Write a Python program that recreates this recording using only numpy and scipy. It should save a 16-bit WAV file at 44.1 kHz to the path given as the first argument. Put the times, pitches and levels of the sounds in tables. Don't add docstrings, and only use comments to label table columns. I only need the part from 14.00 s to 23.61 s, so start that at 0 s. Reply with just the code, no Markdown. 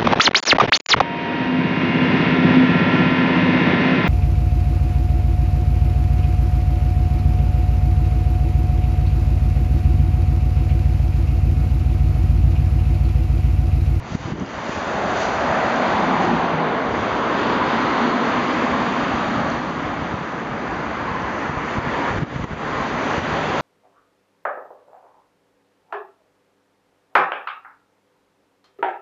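import sys
import numpy as np
from scipy import signal
from scipy.fft import rfft, irfft, next_fast_len
from scipy.io import wavfile
from scipy.ndimage import uniform_filter1d

SR = 44100
rng = np.random.default_rng(int(sys.argv[2]) if len(sys.argv) > 2 else 0)


def elevation(decibels):
    levels = np.asarray(decibels, float)
    return 10 ** (levels / 20)


def master(y):
    cut = np.clip(np.atleast_2d(y).T, -1, 1)
    pcm = np.round(cut * 32767)
    wavfile.write(sys.argv[1], SR, pcm.astype(np.int16))


N = 423801
T = np.arange(N) / SR

# t/s, level/dB
ROAD = [(0.0, -36.5), (0.06, -32.5), (0.45, -28.5), (0.7, -26.5), (1.1, -22.5), (1.55, -20), (2.1, -18.5),
        (2.4, -20), (2.9, -22.5), (3.7, -22.5), (4.4, -22.5), (5.5, -24), (6.1, -27.5), (7.1, -26.5),
        (8.08, -22.5), (8.7, -22.5), (9.15, -21), (9.61, -21.5)]
# lower f/Hz, upper f/Hz
ZONES_HZ = [(150, 400), (500, 1600), (2200, 5000), (5600, 7400)]
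BANDS_HZ = 110 * 2 ** np.arange(0, 6.4, 1 / 4)
# f/Hz, level/dB per Hz
FAR_TRAFFIC = [(82, -24), (221, -7.5), (339, -8), (399, -21), (455, -15), (1500, -25.5), (6240, -40),
               (7000, -42)]
SALOON_ABREAST = [(82, -34.5), (225, -4), (399, -11), (631, -3), (1010, -8.5), (1380, -8), (2750, -20),
                  (7000, -27)]
SALOON_PAST = [(82, -33), (225, -1), (399, -10), (560, -3.5), (900, -6.5), (1500, -11.5), (2750, -25),
               (7000, -33)]
SALOON_BEHIND = [(82, -26), (200, 3.5), (300, 1.5), (480, -9), (820, -4), (1300, -13.5), (2500, -28),
                 (7000, -46)]
SALOON_LEAVING = [(82, -31), (140, -12.5), (236, -1), (356, -5.5), (998, -7), (1500, -14.5), (3460, -26.5),
                  (7000, -50)]
HATCHBACK = [(82, -32.5), (236, -10.5), (663, -9.5), (1070, -0.5), (1950, -14), (2380, -21.5), (4650, -32),
             (7000, -39)]
SMALL_CAR = [(82, -40), (140, -10), (244, -2), (426, -12), (663, -9), (1140, -9.5), (3350, -27.5),
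             (7000, -40)]
QUEUE = [(82, -37), (140, 3.5), (302, 5), (362, -3), (1100, -6.5), (1770, -13.5), (2300, -20.5),
         (7000, -42)]
TURNING_CAR = [(82, -35), (140, -7.5), (252, 2), (440, -3.5), (998, -3), (1860, -6), (5390, -29),
               (7000, -36.5)]
VAN = [(82, -28), (182, 1), (278, 6.5), (312, 1.5), (1260, -4.5), (1690, -8), (3140, -15.5), (7000, -37)]
# t/s at which the colour is pure, tyre colour
LEADS = [(.3, FAR_TRAFFIC), (1.2, SALOON_ABREAST), (1.72, SALOON_PAST), (2.2, SALOON_BEHIND),
         (2.75, SALOON_LEAVING), (3.6, HATCHBACK), (4.9, SMALL_CAR), (6.3, QUEUE), (7.6, TURNING_CAR),
         (9.2, VAN)]
# rumble, hiss, top air level/dB against the roar
BALANCE = [(-6, -15, -21), (-7.5, -14.5, -22.5), (-6, -15, -27.5), (-4.5, -15, -30), (-4.5, -16.5, -32),
           (-1.5, -10, -24.5), (-2, -11.5, -24), (-2.5, -15, -26.5), (-5.5, -16, -26), (-5, -13.5, -22)]
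# t/s, hiss gain level/dB, half length t/s
SWISHES = [(0.155, 3.5, 0.16), (0.724, 3, 0.11), (0.975, -1, .12), (1.218, 3.5, 0.08), (1.8, 1, 0.25),
           (2.24, 2, 0.067), (2.63, -1.5, 0.18), (2.97, 2, .15), (3.473, -1, 0.063), (3.6, -2.5, .1),
           (4.5, 1, 0.15), (7.4, 1, .15), (7.725, 1.5, 0.07), (8.157, 1, .1), (8.378, 1.5, 0.056),
           (9.61, 1.5, 0.076)]
# t/s, rumble gain level/dB, half length t/s
BOOMS = [(1.084, 3.5, 0.19), (1.363, -2.5, 0.075), (2.33, 2.5, 0.13), (2.96, 3, 0.091), (3.493, 5, 0.058),
         (3.955, -1, .15), (5.147, -1, .2), (8.43, 4, 0.052)]
# f/Hz, level/dB
PORT = [(1500, -0.7), (2000, 0.8), (2600, -0.8), (4800, 0.6), (5390, -2), (6000, 2), (7000, 0.8),
        (9100, -29.5)]
# t/s, f/Hz, level/dB
TREADS = [
    [(.9, 634, -36), (1.4, 691, -46), (1.8, 759, -31.5), (2.1, 817, -25), (2.4, 798, -28), (2.7, 780, -39)],
    [(3.1, 944, -33.5), (3.6, 983, -33.5), (4.0, 1039, -38), (4.6, 1086, -35), (5.1, 1164, -37),
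     (5.55, 1183, -36)],
    [(7.0, 1050, -35.5), (7.4, 1052, -35), (7.8, 983, -36), (8.1, 950, -32.5), (8.2, 960, -48)],
    [(8.6, 1050, -36), (8.8, 1074, -34), (9.1, 1058, -36), (9.61, 1018, -36)],
]
# t/s, f/Hz, level/dB
ENGINES = [
    [(1.6, 177, -46), (2.0, 174, -39.5), (2.3, 168.9, -31.5), (2.55, 164.5, -31.5), (2.85, 160, -44)],
    [(3.4, 255.5, -50), (3.7, 244, -31), (4.0, 236.6, -32), (4.5, 241.4, -28.5), (4.9, 243.7, -34.5),
     (5.2, 242.3, -42), (5.45, 240.4, -32), (5.6, 241.7, -29)],
    [(8.6, 132.5, -56), (8.9, 138, -43), (9.2, 149.8, -38), (9.61, 157.5, -37)],
]
# t/s, peak level/dB as heard, f/Hz
THUMPS = [(0.117, -15, 115), (0.131, -20, 161), (0.148, -6, 154), (0.254, -13, 127), (0.281, -21, 231),
          (0.319, -9, 132), (0.335, -13, 226), (0.389, -23, 200), (0.42, -18, 167), (0.434, -16, 242),
          (0.693, -12.5, 253), (5.538, -13, 214), (5.579, -19, 186.3), (6.02, -17, 124),
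          (6.138, -13.5, 153), (7.112, -17.5, 134), (7.494, -12, 188), (7.569, -13.5, 110),
          (7.779, -11, 99), (7.871, -13, 177), (8.16, -10, 151.4), (8.177, -15, 110), (8.222, -10, 150),
          (8.23, -9, 165), (8.358, -13, 135), (8.396, -13, 200), (8.439, -15, 188), (8.509, -14.5, 149),
          (8.529, -15, 131), (9.18, -9.5, 221)]
# peak t/s, build-up t/s, level/dB as heard
GUSTS = [(.154, 0.1, -28.5), (.29, 0.055, -28), (.36, 0.04, -22), (.39, .02, -25.5), (.41, 0.018, -29),
         (.434, 0.034, -25), (7.5, .06, -34), (7.654, .12, -33), (7.794, 0.12, -23.5), (7.868, .03, -29),
         (8.234, 0.098, -25.5), (8.4, .05, -30), (8.444, 0.037, -30), (8.545, 0.02, -32), (8.512, .03, -40)]
# t/s, quick dip level/dB, lingering dip level/dB
DUCKS = [(.152, 8, -0.3), (0.324, 5.5, 2), (.43, 2.5, -0.9), (5.578, 0.5, 2.5), (5.71, 1.5, 0),
         (7.494, 1, 2.1), (7.785, 3.5, .3), (8.11, 1.5, 3), (8.185, 3.5, 3), (8.232, 4, 6), (8.365, 3.5, 1),
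         (8.445, 8.5, 2), (8.535, 5, 0.5), (9.19, 3.5, 1.1)]
# t/s, level/dB
WIND = [(0.0, -39.5), (0.24, -38), (0.77, -46), (1.15, -39.5), (1.55, -42.5), (2.19, -39.5), (2.68, -44.5),
        (3.05, -40.5), (4.15, -44), (5.54, -38.5), (6.0, -40.5), (6.29, -46), (6.72, -41.5), (7.5, -40),
        (8.08, -41), (8.4, -23.5), (8.9, -41), (9.31, -37)]
# f/Hz, level/dB per Hz
WIND_COLOUR = [(12, -46.5), (20, -14.5), (70, 1), (160, 0.5), (210, -31.5), (350, -120)]
# t/s, peak level/dB, f/Hz
TICKS = [(0.397, -30, 6100), (0.4604, -30, 5200), (0.5317, -41, 6240), (1.7584, -32, 6180),
         (5.4434, -39, 7126), (5.475, -44.5, 6480), (5.4999, -29, 6280), (6.3989, -40.5, 6650),
         (6.6994, -47, 6000), (7.2195, -39, 6030), (8.4402, -27, 6250), (5.5154, -32, 4300),
         (5.5264, -41, 4520)]
# f/Hz, width f/Hz
NOTCHES = [(3938, 83), (5370, 570), (5906, 13), (7900, 1500)]


def colour(table, hz):
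    f, db = np.transpose(table)
    return np.interp(np.log(hz), np.log(f), db)


def curves(table):
    s, *columns = np.transpose(table)
    return [np.interp(T, s, column) for column in columns]


def humps(t, table):
    return sum(gain * np.clip(1 - abs(t - s) / half, 0, 1) for s, gain, half in table)


def walk(rate_hz):
    hold = int(SR / rate_hz)
    steps = np.repeat(rng.standard_normal(N // hold + 1), hold)
    smooth = uniform_filter1d(uniform_filter1d(steps, hold), hold)[:N]
    return smooth / smooth.std()


def glide(table):
    hz, db = curves(table)
    since_start, until_end = T - table[0][0], table[-1][0] + 0.05 - T
    fade = np.clip(np.minimum(since_start, until_end) / 0.12, 0, 1)
    return 2 * np.pi * np.cumsum(hz) / SR, fade * elevation(db)


def burst(out, s, peak_db, hz, turns, phase):
    cycles = np.arange(int(SR * turns / hz)) / SR * hz
    start = int(s * SR)
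    wave = np.hanning(len(cycles)) * np.cos(2 * np.pi * (cycles - turns / 2) + phase)
    return out + np.pad(elevation(peak_db) * wave, (start, N))[:N]


def zone_levels(t):
    lead_s = [s for s, _ in LEADS]
    rumble, hiss, air = (np.interp(t, lead_s, column) for column in np.transpose(BALANCE))
    swish = humps(t, SWISHES)
    against_roar = np.array([rumble + humps(t, BOOMS), -0.2 * swish, hiss + swish, air + 2.24 * swish])
    return np.interp(t, *np.transpose(ROAD)) + against_roar


def tyres():
    t, place = T[::64], np.log(BANDS_HZ)
    lead_s = [s for s, _ in LEADS]
    tones = np.array([colour(table, BANDS_HZ) + colour(PORT, BANDS_HZ) for _, table in LEADS])
    db = np.array([np.interp(t, lead_s, band) for band in tones.T])

    power = elevation(2 * db) * (BANDS_HZ * np.log(2) / 4)[:, None]
    held = []
    for low, high in ZONES_HZ:
        inside = (BANDS_HZ >= low) & (BANDS_HZ < high)
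        held.append(10 * np.log10(power[inside].sum(axis=0)))
    centres = np.log(np.mean(ZONES_HZ, axis=1))
    share = np.array([np.interp(place, centres, one) for one in np.eye(len(ZONES_HZ))])
    db = db + share.T @ (zone_levels(t) - held)

    size = next_fast_len(N)
    f = np.log(np.fft.rfftfreq(size, 1 / SR) + 1)
    noise = rfft(rng.standard_normal(size)) * np.sqrt(SR / 2)
    bumps, sizzle, out = walk(8.1), walk(12), 0
    for k in range(len(place)):
        treble = 1 - share[:2, k].sum()
        waver = 0.28 * bumps + 0.55 * treble * sizzle + 0.8 * walk(5)
        weight = np.interp(f, place, np.arange(len(place)) == k, left=0)
        band = irfft(noise * weight, size)[:N]
        out = out + elevation(np.interp(T, t, db[k]) + waver) * band
    return out


def treads():
    out, width_hz = 0, 150
    for phase, size in map(glide, TREADS):
        unsteady = elevation(3.5 * walk(12))
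        song = walk(width_hz) * np.sin(phase) + walk(width_hz) * np.cos(phase)
        out = out + size * unsteady * song
    return out


def engines():
    out = 0
    for phase, size in map(glide, ENGINES):
        unsteady = elevation(3.0 * walk(12))
        out = out + np.sqrt(2) * size * unsteady * np.sin(phase + 1.1 * walk(35))
    return out


def thumps():
    out = np.zeros(N)
    for s, db, hz in THUMPS:
        out = burst(out, s - 0.002, db - 2, hz, turns=1.6, phase=0.4 * rng.standard_normal())
    return out


def gusts():
    flap_band = signal.butter(2, [130, 340], "band", fs=SR, output="sos")
    flap = signal.sosfilt(flap_band, rng.standard_normal(N)) * elevation(2.0 * walk(45))
    size, break_off_s = np.zeros(N), 0.035
    for s, rise, db in GUSTS:
        size += elevation(db - 4.5) * np.interp(T, [s - rise, s, s + break_off_s], [0, 1, 0])
    return flap / flap.std() * uniform_filter1d(size, size=256)


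def flinch():
    grab_s, release_s, linger_s = 0.012, 0.045, 0.27
    dip_db = np.zeros(N)
    for s, quick, slow in DUCKS:
        since = np.maximum(T - s, 0)
        grab = 1 - np.exp(-since / grab_s)
        dip_db += grab * (1.86 * quick * np.exp(-since / release_s) + slow * np.exp(-since / linger_s))
    return elevation(-dip_db)


def wind():
    size = next_fast_len(N)
    spectrum = elevation(colour(WIND_COLOUR, np.fft.rfftfreq(size, 1 / SR) + 1))
    air = irfft(rfft(rng.standard_normal(size)) * spectrum, size)[:N]
    air = air * elevation(2.8 * walk(30))
    return air / air.std() * elevation(curves(WIND)[0] + 5.5)


def ticks():
    out = np.zeros(N)
    for s, db, hz in TICKS:
        out = burst(out, s, db + 1, hz, turns=11, phase=0)
    return out


def scene():
    road = tyres() + treads() + engines()
    buffeting = (thumps() + gusts()) / flinch()
    return (road + buffeting + wind() + ticks())[None]


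def roll_off(x):
    return signal.sosfilt(signal.butter(12, 9200, fs=SR, output="sos"), x)


def record(dry):
    x = dry * flinch()
    x = signal.sosfilt(signal.butter(1, 45, "high", fs=SR, output="sos"), x)
    for hz, width in NOTCHES:
        x = signal.lfilter(*signal.iirnotch(hz, hz / width, fs=SR), x)
    x = signal.sosfilt(signal.butter(10, 7350, fs=SR, output="sos"), x)
    x = signal.sosfilt(signal.ellip(14, 0.1, 100, 7900, fs=SR, output="sos"), x)
    x = x * (1 + 2 * np.cos(2 * np.pi * 16000 * T))
    x = signal.sosfilt(signal.ellip(6, 0.5, 50, 8700, fs=SR, output="sos"), x)
    x = signal.sosfilt(signal.butter(16, 7760, fs=SR, output="sos"), x)
    return roll_off(x)


dry = scene()
out = record(dry)
master(out)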